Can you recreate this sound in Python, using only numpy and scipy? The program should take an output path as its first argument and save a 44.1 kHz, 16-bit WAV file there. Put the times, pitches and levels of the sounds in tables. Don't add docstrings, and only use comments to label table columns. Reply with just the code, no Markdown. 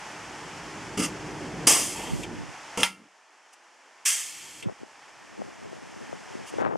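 import sys
import numpy as np
from scipy import signal
from scipy.fft import rfft, irfft, next_fast_len
from scipy.io import wavfile

SR = 44100
rng = np.random.default_rng(int(sys.argv[2]) if len(sys.argv) > 2 else 0)


def inscribe(sig):
    pcm = np.round(np.clip(np.atleast_2d(sig).T, -1, 1) * 32767)
    wavfile.write(sys.argv[1], SR, pcm.astype(np.int16))


N = 298865
TIME = np.arange(N) / SR
AGE = TIME[:SR]


def amp(db):
    return 10 ** (np.asarray(db) / 20)


def evened(x):
    return x / np.sqrt(np.mean(x ** 2) + 1e-20)


def read(points, hz):
    f, value = np.transpose(points)
    return np.interp(np.log(hz + 1), np.log(f + 1), value)


def level(points):
    return amp(np.interp(TIME, *np.transpose(points)))


def add(mix, s, sound):
    part = mix[:, round(s * SR):][:, :sound.shape[-1]]
    part += sound[..., :part.shape[1]]


# frequency in Hz, likeness (1 is the same).
GUN_LIKENESS = [(100, 1), (3500, .99), (6000, 0.89), (8500, .87), (12000, .45), (16000, .3)]
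# frequency in Hz, phase in radians by which the left leads.
LEFT_LEAD = [(100, -0.43), (3000, -.05), (6000, -.15), (8500, -.25), (12000, -.6)]
# frequency in Hz, left minus right in dB.
PORT_TILT = [(100, -0.9), (700, -0.7), (2400, -0.1), (4400, -0.4), (8500, -0.7), (13000, 2)]


def noise(spectrum, size=SR, likeness=GUN_LIKENESS, lead=1):
    padded = next_fast_len(size)
    hz = np.fft.rfftfreq(padded, 1 / SR)
    a, b = rfft(rng.standard_normal((2, padded)))
    same = np.clip(read(likeness, hz), -1, 1)
    mid = a * np.sqrt(1 + same)
    side = b * np.sqrt(1 - same)
    left = (mid + side) * np.exp(1j * lead * read(LEFT_LEAD, hz)) * amp(read(PORT_TILT, hz))
    ports = np.array([left, mid - side])
    return evened(irfft(ports * amp(read(spectrum, hz)), padded)[:, :size])


def waver(rate_hz, size=N):
    knots = np.arange(0, size + 32, 32)
    hz = np.fft.rfftfreq(len(knots), knots[1] / SR)
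    slow = irfft(rfft(rng.standard_normal(len(knots))) / (1 + (hz / rate_hz) ** 4), len(knots))
    return np.interp(np.arange(size), knots, evened(slow))


def ring(modes):
    waves = 0
    for hz, db, t60 in modes:
        tone = np.sin(2 * np.pi * (hz * AGE + rng.random()))
        waves = waves + amp(db - 60 * AGE / t60) * tone
    start_rms = np.sqrt(sum(amp(db) ** 2 for _, db, _ in modes) / 2)
    return waves * np.minimum(AGE / 0.0015, 1) / start_rms


def gate(length, rise, release):
    return np.minimum(AGE / rise, 1) * np.exp(-np.maximum(AGE - length, 0) / release)


def reflect(x, wet_db=-4, spread=.022, count=24):
    delay = .001 + rng.exponential(spread, count)
    taps = np.zeros(SR)
    places = np.minimum(delay * SR, SR - 1).astype(int)
    taps[places] = rng.choice([-1, 1], count) * np.exp(-delay / spread)
    taps *= amp(wet_db) / np.linalg.norm(taps)
    taps[0] = 1
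    return signal.fftconvolve(x, taps[None] / np.linalg.norm(taps), axes=1)[:, :N]


# frequency in Hz, level in dB per Hz.
WASH_COLOUR = [(120, -51), (200, -20.5), (298, -10.5), (512, -8), (818, -1), (1290, -4.5), (1780, -4.5),
               (2060, -6), (3230, -11), (3870, -19), (5360, -12.5), (7150, -15.5), (9550, -24),
               (11900, -34.5), (15000, -66)]
# frequency in Hz, likeness (1 is the same).
OUTDOOR_LIKENESS = [(100, 0.91), (3000, 0.96), (6000, 0.79), (8500, 0.73), (12000, 0.2), (16000, 0.18)]
# frequency in Hz, width in Hz, level in dB relative to the wash.
FAN = [(880, 73, -15.5), (1800, 58, -18)]


def outdoor_wash():
    wash = noise(WASH_COLOUR, size=N, likeness=OUTDOOR_LIKENESS, lead=0) * amp(.4 * waver(10))
    for hz, width, db in FAN:
        band = signal.butter(2, [hz - width / 2, hz + width / 2], "band", fs=SR, output="sos")
        wash = wash + amp(db) * evened(signal.sosfilt(band, rng.standard_normal(N)))
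    return wash


# frequency in Hz, level in dB per Hz.
DRONE_COLOUR = [(30, -33.5), (55, -12), (85, -8), (130, 1), (250, -1.5), (350, 0.5), (450, -3.5),
                (600, -8.5), (900, -11.5), (1400, -29), (3000, -43.5), (15000, -100)]
# centre pitch in Hz, centre level in dB relative to the bass level.
HUM_TONES = [(55, -23), (167, -22), (302, -12), (861, -23)]


def machine_drone():
    drone = noise(DRONE_COLOUR, size=N, likeness=OUTDOOR_LIKENESS, lead=0) * amp(0.88 * waver(14) - 5)
    for hz, db in HUM_TONES:
        turns = np.cumsum(hz * (1 + 0.00696 * waver(6.18))) / SR
        tone = np.sqrt(2) * np.sin(2 * np.pi * turns)
        drone = drone + amp(db + 2 * waver(8)) * tone
    return drone


# frequency in Hz, level in dB per Hz.
BREEZE_COLOUR = [(20, -14), (60, 0.5), (110, -4), (200, -15.5), (600, -45), (15000, -110)]


def light_breeze():
    opposed = [(20, -0.33), (200, -.3)]
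    return noise(BREEZE_COLOUR, size=N, likeness=opposed, lead=0) * amp(2.4 * waver(9))


WASH_DB, BREEZE_DB = -41.9, -22
# time in seconds, level in dB.
BASS_LEVEL = [(0, -48.5), (.6, -41), (1.6, -32.5), (2.3, -32), (2.57, -53), (3.07, -53), (3.12, -69),
              (3.9, -69), (4.15, -53), (4.6, -42), (4.75, -56), (6.78, -59)]


def outdoors():
    bass = machine_drone() + amp(BREEZE_DB) * light_breeze()
    return amp(WASH_DB) * outdoor_wash() + level(BASS_LEVEL) * bass


# start in seconds, length in seconds, air level in dB, swell of the air over
# the pull in dB, panel jolt in dB, starting metal scrape in dB, judder in dB relative to the jolt.
TRIGGER_PULLS = [(0.973, .079, -32.5, 4, -27.5, -44, 0), (2.773, 0.052, -30.5, -0.5, -33.5, -29, -3)]
# start in seconds, seconds until the piston is home, blast in dB, sizzle in dB,
# outflow halfway through in dB, rise in seconds, nose rattling on the panel in dB (both starting levels
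CYLINDER_VENTS = [(1.669, .565, -8.7, -12, -37.5, 0.0045, -16.5),
                  (4.051, 0.559, -5.5, -15.5, -31.5, 0.01, -42)]
# start in seconds, clatter and crack level in dB, clatter's time to fall
# 60 dB in seconds, panel ring in dB.
MANDREL_SNAP = (2.8318, -1, 0.1434, -14.5)
# start in seconds, level in dB, time to fall 60 dB in seconds.
PISTON_STOPS = [(2.232, -29, 0.074), (4.6245, -24.5, 0.072)]
# start in seconds, length in seconds, level in dB.
TOOL_SCUFFS = [(3.525, 0.015, -38), (6.454, 0.046, -42)]


def gun():
    air, metal = np.zeros((2, 2, N))
    for s, *row in TRIGGER_PULLS:
        add(metal, s, pull(*row))
    for s, *row in CYLINDER_VENTS:
        add(air, s, vent(*row))
    add(metal, 1.93, regrip())
    for s, *row in PISTON_STOPS:
        add(metal, s, piston_stop(*row))
    add(metal, MANDREL_SNAP[0], snap(*MANDREL_SNAP[1:]))
    for s, *row in TOOL_SCUFFS:
        add(metal, s, scuff(*row))
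    air_echoes = reflect(air, wet_db=-6, spread=.024, count=60)
    metal_echoes = reflect(metal, wet_db=-6, spread=.014, count=60)
    return air_echoes + metal_echoes


# frequency in Hz, level in dB per Hz.
INTAKE_COLOUR = [(710, -36), (1200, -1), (1750, -15), (2260, -2.5), (2430, -10), (2860, -1), (4240, -21.5),
                 (4670, -6.5), (9080, -6), (15000, -32), (15500, -80)]
# frequency in Hz, level in dB per Hz.
RATTLE_COLOUR = [(40, -35), (130, -7.5), (260, -1), (370, -3.5), (480, 3.5), (680, -3), (1200, -1.5),
                 (1650, -13), (2900, -5), (3900, -20), (6000, -17), (15000, -47.5)]
# frequency in Hz, level in dB per Hz.
JUDDER_COLOUR = [(40, -32), (90, -14), (170, 2), (350, -2), (520, -11), (900, -24), (3000, -50),
                 (15000, -90)]
# pitch in Hz, level in dB, time to fall 60 dB in seconds.
PANEL_FLEX = [(109, -11.5, 0.23), (159, -2, 0.458), (194.6, 1.5, .45), (260, -9, .14), (340, -8.5, 0.11)]


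def pull(length, air_db, swell_db, jolt_db, scrape_db, judder_db):
    stroke = gate(length, 0.0022, 0.018)
    air_gain = amp(air_db + swell_db * np.minimum(AGE / length, 1))
    air = air_gain * noise(INTAKE_COLOUR) * amp(1.7 * waver(70, size=SR))
    scrape = amp(scrape_db - 72 * AGE) * noise(RATTLE_COLOUR)
    judder = amp(judder_db) * noise(JUDDER_COLOUR) * gate(length / 2, 0.0055, 0.039)
    return stroke * (air + scrape) + amp(jolt_db) * (ring(PANEL_FLEX) + judder)


# frequency in Hz, level in dB per Hz.
BLAST_COLOUR = [(250, -60.5), (420, -28), (742, -24.5), (971, -17), (1540, -14), (1770, -8.5), (2280, -6.5),
                (3310, -4.5), (3960, -15.5), (6020, -2), (7650, -1.5), (8250, -0.5), (10800, -13.5),
                (12900, -16), (15000, -26.5)]
# frequency in Hz, level in dB per Hz.
SIZZLE_COLOUR = [(4000, -38), (4800, 1.5), (6000, -4), (8000, -8), (9700, 2), (12000, -13), (15500, -36.5)]
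# frequency in Hz, level in dB per Hz.
OUTFLOW_COLOUR = [(530, -46.5), (900, -13.5), (1390, -14), (1490, -19.5), (1890, -3), (2280, -1.5),
                  (3060, -2), (3290, 0.5), (3830, -11.5), (4260, -5.5), (7670, -1.5), (12300, -15),
                  (15000, -34)]
VENT_FALL_DB_PER_S = 104


def vent(length, blast_db, sizzle_db, outflow_db, rise, rattle_db, rattle_fall=119):
    pressure = amp(-VENT_FALL_DB_PER_S * AGE)
    blast = amp(blast_db) * pressure * noise(BLAST_COLOUR, lead=.8)
    sizzle = amp(sizzle_db) * pressure * noise(SIZZLE_COLOUR, lead=1.5)
    outflow = amp(outflow_db - 18 * (AGE - length / 2)) * noise(OUTFLOW_COLOUR)
    hiss = (blast + sizzle + outflow) * amp(0.58 * waver(148.3, size=SR))
    rattle = amp(rattle_db - rattle_fall * AGE + 2 * waver(90, size=SR)) * noise(RATTLE_COLOUR)
    return (hiss + rattle) * gate(length, rise, 0.013)


# frequency in Hz, level in dB per Hz.
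SLIDE_COLOUR = [(100, -30), (400, -6), (600, -2), (880, 1), (1400, -16), (2200, -11), (3200, -7.5),
                (4100, -27), (15000, -60)]


def regrip():
    return amp(-35) * noise(SLIDE_COLOUR) * gate(.15, 0.044, 0.057)


# start in seconds, length in seconds, level in dB, pitch in Hz.
FINGER_RUBS = [(2.08, .14, -28, 115), (2.2, .33, -38, 125), (5.05, 1.55, -38.5, 240),
               (6.581, 0.11, -18.5, 600), (6.672, 0.09, -17.5, 450)]
# start in seconds, peak level in dB, pitch in Hz.
FINGER_KNOCKS = [(2.135, -15, 130), (4.658, -10, 170), (4.667, -8, 125), (4.686, -14, 700),
                 (4.696, -11, 520), (4.832, -17, 330), (5.399, -17, 280), (5.4185, -11, 540),
                 (5.73, -18, 400), (6.1285, -16, 520), (6.352, -19, 270), (6.539, -17, 380),
                 (6.585, -11, 450), (6.621, -1, 500), (6.6507, -2, 1100), (6.6615, 1, 700), (6.668, 0, 660),
                 (6.756, -1, 550)]
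DRAG_S, DRAG_DB, DRAG_HZ = .08, -20, 230


def fingers():
    out = np.zeros((2, N))
    for s, *row in FINGER_RUBS:
        add(out, s, rub(*row))
    for s, db, hz in FINGER_KNOCKS:
        knock = case(signal.unit_impulse(SR // 10), hz, width=1.4)
        add(out, s, amp(db) * knock / abs(knock).max())
        add(out, s - DRAG_S / 2, rub(DRAG_S, db + DRAG_DB, DRAG_HZ))
    return out


def rub(length, db, hz, grain_db=3.5, slips_per_s=1100, grip_db=4, grip_hz=12):
    t = TIME[TIME < length]
    sign = rng.choice([-1, 1], len(t))
    slipping = rng.random(len(t)) < slips_per_s / SR
    size = np.minimum(rng.exponential(1, len(t)), 3)
    grip = waver(grip_hz)[:len(t)]
    slips = sign * slipping * amp(grain_db * size + grip_db * grip)
    return amp(db) * evened(case(slips, hz, width=2.1)) * np.sqrt(np.sin(np.pi * t / length))


CENTRE_HZ, LEAN_DB_PER_OCTAVE = 185, 5


def case(push, hz, width, top=4, count=5):
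    band = [hz / max(width, 1.1), hz * max(width, 1.1)]
    body = signal.sosfilt(signal.butter(2, band, "band", fs=SR, output="sos"), push)
    body = signal.lfilter(*signal.butter(2, [hz / 5, min(top * hz, SR / 3)], "band", fs=SR), body)
    lean_db = LEAN_DB_PER_OCTAVE * np.log2(hz / CENTRE_HZ)
    return np.array([body, -np.roll(body, count)]) * amp([[lean_db / 2], [-lean_db / 2]])


# frequency in Hz, level in dB per Hz.
STOP_COLOUR = [(100, -26.5), (600, -22), (850, -10), (1400, -20), (2250, 0), (3400, -1), (4100, -17),
               (5200, -12), (8500, -13), (11000, -25), (15500, -40)]


def piston_stop(db, t60):
    return amp(db - 60 * AGE / t60) * noise(STOP_COLOUR) * np.minimum(AGE / 0.00092, 1)


# frequency in Hz, level in dB per Hz.
CRACK_COLOUR = [(100, -17), (200, -9), (350, -10), (700, -6), (1200, 0), (1650, -7), (2150, -1), (3200, -1),
                (3900, -11), (4900, -5), (7000, -10), (9300, -6.5), (12300, -22), (15500, -29)]
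# pitch in Hz, level in dB, time to fall 60 dB in seconds.
PANEL_TONES = [(190, -5, 0.41), (1292, -9, .4), (1380, -8, .35), (2105, 1, 0.28), (2100, -1.5, 0.26),
               (2310, -13, .45), (2740, -13, .4), (2890, -10, .3), (3070, -10, .26), (4651, -11, .21),
               (5582, -12, .25)]


def snap(db, t60, ring_db, crack_db=6, crack_s=0.0021, tail_db=-19.5, judder_db=-40, judder_s=.2):
    clatter = amp(-60 * AGE / t60 - 1.5)
    crack = amp(crack_db) * np.exp(-(AGE / crack_s) ** 2)
    tail = amp(tail_db - 60 * AGE / 0.32)
    fade = (clatter + crack + tail) * np.minimum(AGE / 0.00044, 1)
    judder = amp(judder_db) * noise(JUDDER_COLOUR) * gate(judder_s, .005, .03)
    return amp(db) * noise(CRACK_COLOUR, lead=1.5) * fade + amp(ring_db) * ring(PANEL_TONES) + judder


def scuff(length, db):
    return amp(db) * noise(INTAKE_COLOUR) * gate(length, length / 2, .005)


def scene():
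    return outdoors() + gun() + fingers()


LIMIT_DB, RECOVER_DB_PER_S = -25, 3.8
SENSE_HZ, SENSE_S = (250, 1200), .01


def gain_control(x, ahead_s=.003):
    sensed = signal.lfilter(*signal.butter(1, SENSE_HZ, "band", fs=SR), x)
    keep = np.exp(-1 / (SENSE_S * SR))
    smoothed = signal.lfilter([1 - keep], [1, -keep], (sensed ** 2).mean(0))
    power = np.interp(TIME + ahead_s, TIME, smoothed)
    over_db = np.maximum(10 * np.log10(power + 1e-12) - LIMIT_DB, 0)
    recovery = RECOVER_DB_PER_S * TIME
    return x * amp(recovery - np.maximum.accumulate(over_db + recovery))


EDGE_HZ = 15600


def record(dry, ceiling=0.96):
    limited = ceiling * np.tanh(gain_control(dry) / ceiling)
    lowpass = signal.firwin(511, EDGE_HZ, window=("kaiser", 9), fs=SR)
    return signal.oaconvolve(limited, lowpass[None], "same")


dry = scene()
out = record(dry)
inscribe(out)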